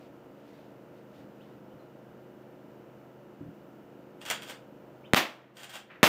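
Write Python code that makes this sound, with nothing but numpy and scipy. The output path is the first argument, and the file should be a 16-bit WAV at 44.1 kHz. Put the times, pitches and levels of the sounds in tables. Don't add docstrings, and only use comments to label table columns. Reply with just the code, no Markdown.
import sys
import numpy as np
from scipy import signal
from scipy.fft import rfft, irfft, next_fast_len
from scipy.io import wavfile
from scipy.ndimage import map_coordinates

SR = 44100
rng = np.random.default_rng(int(sys.argv[2]) if len(sys.argv) > 2 else 0)


def to_wav(sig):
    pcm = np.clip(np.atleast_2d(sig), -1, 1) * 32767
    pcm = np.round(pcm).astype(np.int16)
    wavfile.write(sys.argv[1], SR, pcm.T)


N = 268128


def amp(db):
    return 10 ** (np.asarray(db) / 20)


def unit_rms(x):
    return x / np.sqrt(np.mean(x ** 2) + 1e-20)


def seconds(length):
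    return np.arange(int(length * SR)) / SR


def curve_at(points, hz):
    knots_hz, values = np.transpose(points)
    return np.interp(np.log(hz + 1), np.log(knots_hz + 1), values)


def add(track, start, x):
    part = track[max(round(start * SR), 0):][:len(x)]
    part += x[:len(part)]


def filtered(x, response):
    size = next_fast_len(len(x) + SR // 4)
    return irfft(rfft(x, size) * response(np.fft.rfftfreq(size, 1 / SR)), size)[:len(x)]


def noise(spectrum, size):
    return unit_rms(filtered(rng.standard_normal(size), lambda hz: amp(curve_at(spectrum, hz))))


def wobble(rate):
    return map_coordinates(rng.standard_normal(int(N * rate / SR) + 4), [np.arange(N) * rate / SR])


# delay in seconds, relative gain in dB.
ECHO_PATHS = [(.0033, -22.5), (0.0104, 0.5), (.0120, -9)]

def reflected(x, echo_db):
    out = x.copy()
    for delay, db in ECHO_PATHS:
        add(out, delay, amp(db + echo_db) * x)
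    return out


# frequency in Hz, reverberation time in seconds.
SHED_T60 = [(150, 0.3), (600, .29), (2500, 0.29), (6000, 0.24), (14000, 0.18)]

def shed_tail(spectrum, build_s):
    hz, t, bins = signal.stft(noise(spectrum, SR), SR, nperseg=256)
    decay = amp(-60 * t / curve_at(SHED_T60, hz)[:, None])
    tail = signal.istft(bins * decay, SR, nperseg=256)[1]
    tail *= 1 - np.exp(-(np.arange(len(tail)) / SR / build_s) ** 2)
    return tail / np.linalg.norm(tail)


def in_shed(x, wet_db, direct_db=0):
    tail = shed_tail([(100, -3), (4000, -1), (15000, -3)], build_s=0.003)
    return amp(direct_db) * x + amp(wet_db) * signal.fftconvolve(x, tail)[:len(x)]


# frequency in Hz, relative spectral density in dB.
AIR_SPECTRUM = [(20, -34), (45, -13.5), (75, -15), (105, -12), (130, -8.5), (190, -3), (330, -5.5),
                (400, -9.5), (560, -5.5), (950, -17.5), (1400, -21), (1900, -26.5), (2900, -30),
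                (4000, -37), (7000, -41), (9500, -47.5), (15000, -37.5)]

def outdoor_air(level_db=-54.5, flutter_db=0.25):
    return amp(level_db + flutter_db * wobble(8)) * noise(AIR_SPECTRUM, N)


# multiple of the firing rate, relative level in dB.
HUM_HARMONICS = [(5, -60), (6, -66.5), (8, -60), (10, -71), (11, -61), (12, -66), (13, -62.5), (14, -59),
                 (16, -72), (17, -67.5), (18, -63.5), (20, -63.5), (22, -68.5), (24, -67.5), (26, -72.5)]
# frequency in Hz, relative level in dB.
CLATTER_SPECTRUM = [(450, -21), (560, -9.5), (720, -0.5), (1000, 0), (1150, -14.5), (1350, -2.5),
                    (1900, -15), (2500, -21.5), (2900, -15), (3600, -36.5)]

def engine(firing_hz=25.98, drift=0.001986, waver_db=1.5, hum_db=-1.73, clatter_db=-65):
    firings = firing_hz * np.cumsum(1 + drift * wobble(1.2)) / SR
    hum = np.zeros(N)
    for order, db in HUM_HARMONICS:
        harmonic = np.sqrt(2) * np.sin(2 * np.pi * (order * firings + rng.random()))
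        hum += harmonic * amp(db + waver_db * wobble(2.984))
    orders, cycle = np.arange(21, 125), np.linspace(0, 1, 4096)
    strengths = amp(curve_at(CLATTER_SPECTRUM, orders * firing_hz) + rng.normal(0, 4.9, len(orders)))
    phases = np.outer(orders, cycle) + rng.random((len(orders), 1))
    rattle = strengths @ np.sin(2 * np.pi * phases)
    clatter = np.interp(firings % 1, cycle, rattle)
    return amp(hum_db) * hum + amp(clatter_db) * unit_rms(clatter)


# start and length in seconds, first and last pitch in Hz, level in dB.
BIRD_NOTES = [(1.392, 0.04, 1996, 4640, -61), (1.70, .03, 2980, 3200, -68), (1.778, .05, 4220, 3980, -70.5),
              (5.029, 0.044, 1960, 4200, -54)]

def birds(roughness=0.034):
    out = np.zeros(N)
    for start, length, first_hz, last_hz, db in BIRD_NOTES:
        progress = seconds(length) / length
        glide = first_hz + (last_hz - first_hz) * progress ** 1.4
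        pitch = glide * (1 + roughness * wobble(600)[:len(progress)])
        swell = amp(db) * np.sin(np.pi * progress) ** 2
        add(out, start, swell * np.sin(2 * np.pi * np.cumsum(pitch) / SR))
    return in_shed(out, wet_db=-3.5, direct_db=-2)


def friction(strokes, spectrum, grain_db):
    t = np.arange(N) / SR
    swell = sum(amp(db) * np.exp(-2 * ((t - peak) / length) ** 2) for peak, length, db in strokes)
    return swell * unit_rms(noise(spectrum, N) * amp(grain_db * wobble(150)))


# peak time and length in seconds, level in dB.
CLOTH_STROKES = [(.03, 0.08, -67.5), (.54, 0.24, -68.5), (.98, .07, -71), (1.18, 0.1, -67.5),
                 (1.47, 0.15, -73)]
SCUFF_STROKES = [(5.912, 0.016, -47.5), (5.934, 0.013, -52), (5.955, 0.017, -51), (5.985, 0.14, -56)]
# frequency in Hz, relative spectral density in dB.
CLOTH_SPECTRUM = [(800, -19), (2000, 2.5), (3800, -2), (7000, -14), (11000, -20)]
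SCUFF_SPECTRUM = [(300, -13), (1000, -1), (1800, 5.5), (2800, -2), (4000, -15.5), (10000, -46)]

def handling():
    rustles = friction(CLOTH_STROKES, CLOTH_SPECTRUM, grain_db=1)
    return rustles + friction(SCUFF_STROKES, SCUFF_SPECTRUM, grain_db=-0.5)


def ring(modes, t):
    return sum(amp(db + rng.normal(0, 2) - 60 * t / t60) * np.sin(2 * np.pi * hz * t)
               for hz, db, t60 in modes)


# start in seconds, level in dB, number of contacts.
KNOCKS = [(1.191, -47, 2), (1.55, -50, 1), (1.74, -49.5, 1), (2.09, -50.5, 1), (3.408, -38, 3)]
# mode frequency in Hz, relative level in dB, T60 in seconds.
HOLLOW_MODES = [(88, -11, 0.17), (123.5, 0, 0.17), (162, 3, 0.12), (282, 4, 0.1)]

def knocks(flight_s=0.051, flight_ratio=0.48, loss_db=4, rise_s=0.0028):
    out, t = np.zeros(N), seconds(0.4)
    onset = 1 - np.exp(-t / rise_s)
    for start, db, contacts in KNOCKS:
        for bounce in range(contacts):
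            add(out, start, amp(db - loss_db * bounce) * ring(HOLLOW_MODES, t) * onset)
            start += flight_s * flight_ratio ** bounce
    return out


# start and end in seconds; unlatching, cocking and end stop in dB.
LEVER_OPENINGS = [(4.2154, 4.3008, -47, -36, -22), (5.5697, 5.633, -39.5, -39.5, -34)]
# start and end in seconds; carrier lift, cartridge feed and bolt lock in dB.
LEVER_CLOSINGS = [(4.422, 4.498, -42.5, -40.5, -39.5), (5.6946, 5.755, -39.5, -35, -36.5)]

def lever_motion(cock_share=0.435, feed_share=0.85, ticks=2):
    contacts, scrapes = [], []
    for strokes, share in [(LEVER_OPENINGS, cock_share), (LEVER_CLOSINGS, feed_share)]:
        for start, end, start_db, middle_db, stop_db in strokes:
            middle = start + share * (end - start)
            # time in seconds, level in dB, relative steel ring in dB.
            contacts += [(start, start_db, 0.5), (middle, middle_db, -8), (end, stop_db, -2.5)]
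            for late_share in 0.5 + 0.5 * (np.arange(ticks) + rng.random(ticks)) / (ticks + 1):
                tick_db = middle_db + rng.normal(-10, 0.5)
                contacts.append((start + late_share * (end - start), tick_db, 0.5))
            scrapes.append((start + 0.0089, 0.03, start_db - 9.5))
            scrapes.append((end, 0.04, middle_db - 7))
    return contacts, scrapes


# mode frequency in Hz, relative level in dB, T60 in seconds.
STEEL_MODES = [(558, -5, 0.042), (1510, -7.5, 0.044), (2820, -4.5, 0.047), (3240, 6, 0.016),
               (3330, -6, 0.031), (4630, -6, 0.033), (7070, -3, 0.032), (8340, -2.5, .01),
               (14200, -11, .008)]
# frequency in Hz, relative spectral density in dB.
CLACK_SPECTRUM = [(88, -48), (200, -30), (430, -10), (540, -5), (700, 0), (1080, -5.5), (1500, 0),
                  (2300, -4), (3200, -1.5), (4000, -10), (7000, -13), (8600, -11), (10000, -20),
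                  (15400, -16)]

def lever(crack_t60=0.024, crack_db=-3, shed_db=3.5):
    contacts, scrapes = lever_motion()
    out = in_shed(friction(scrapes, CLACK_SPECTRUM, grain_db=3), wet_db=-2, direct_db=-0.5)
    t = seconds(0.5)
    for start, db, ring_db in contacts:
        crack = noise(CLACK_SPECTRUM, len(t)) * amp(db - 60 * t / crack_t60)
        rush = np.linalg.norm(crack) * shed_tail(CLACK_SPECTRUM, build_s=0.0046)
        steel = amp(db + ring_db - 4.5) * ring(STEEL_MODES, t)
        add(out, start, amp(crack_db) * reflected(crack, echo_db=1))
        add(out, start, amp(shed_db) * rush)
        add(out, start, in_shed(steel, wet_db=-3.5))
    return out


# frequency in Hz, relative spectral density in dB.
REPORT_SPECTRUM = [(35, -50.5), (60, -29), (130, -12), (230, -4.5), (310, 0.5), (410, -6), (600, 0),
                   (950, -3), (1200, -2.5), (1500, -5.5), (2000, -2.5), (3400, -5.5), (4300, -11),
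                   (7000, -16.5), (9700, -22.5), (15400, -15)]

def scatter(t60, cutoff_hz=20000):
    t = seconds(0.8)
    cloud = filtered(noise(REPORT_SPECTRUM, len(t)), lambda hz: 1 / (1 + (hz / cutoff_hz) ** 2))
    cloud *= amp(-60 * t / t60)
    return cloud / np.linalg.norm(cloud)


# time in seconds; gains of blast, gas thump, near scatter and shed ring in dB.
RIFLE_SHOTS = [(5.1353, 18.5, 0, 9.5, 20), (6.0306, 24, 1, 24.5, 13.5)]

def shots(push_s=0.00007, suction_s=0.00049, thump_hz=195, thump_t60=0.028):
    out, t = np.zeros(N), seconds(0.8)
    pressure = np.exp(-t / push_s) - push_s / suction_s * np.exp(-t / suction_s)
    blast = signal.lfilter(*signal.butter(2, 4800, fs=SR), pressure)
    thump = np.sin(2 * np.pi * thump_hz * t) * amp(-60 * t / thump_t60)
    for start, db, thump_db, scatter_db, shed_db in RIFLE_SHOTS:
        add(out, start - 0.0005, amp(db - 19.5) * blast)
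        add(out, start, amp(db) * reflected(blast, echo_db=-3))
        add(out, start + 0.00088, amp(thump_db) * thump)
        add(out, start + 0.001003, amp(scatter_db) * scatter(t60=0.39))
        add(out, start + 0.019, amp(shed_db) * shed_tail(REPORT_SPECTRUM, build_s=0.011))
        add(out, start + 0.12, amp(shed_db - 27) * scatter(t60=1.0, cutoff_hz=2000))
    return out


def scene():
    return (handling() + shots() + lever() + knocks() + birds() + engine() + outdoor_air())[None]


def record(dry, threshold_db=-14, depth_db=9, release_db_per_s=5, attack_s=0.0015, ceiling=0.7):
    x = dry[0]
    excess_db = np.clip(20 * np.log10(np.abs(x) + 1e-9) - threshold_db, 0, depth_db)
    recovery_db = release_db_per_s * np.arange(N) / SR
    held_db = np.maximum.accumulate(excess_db + recovery_db) - recovery_db
    pole = np.exp(-1 / (attack_s * SR))
    x = x * amp(-signal.lfilter([1 - pole], [1, -pole], held_db))
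    x = x / (1 + (x / ceiling) ** 4) ** (1 / 4)
    x = signal.lfilter(*signal.butter(1, 85, 'highpass', fs=SR), x)
    return filtered(x, lambda hz: 1 / (1 + (hz / 15550) ** 160))[None]


dry = scene()
out = record(dry)
to_wav(out)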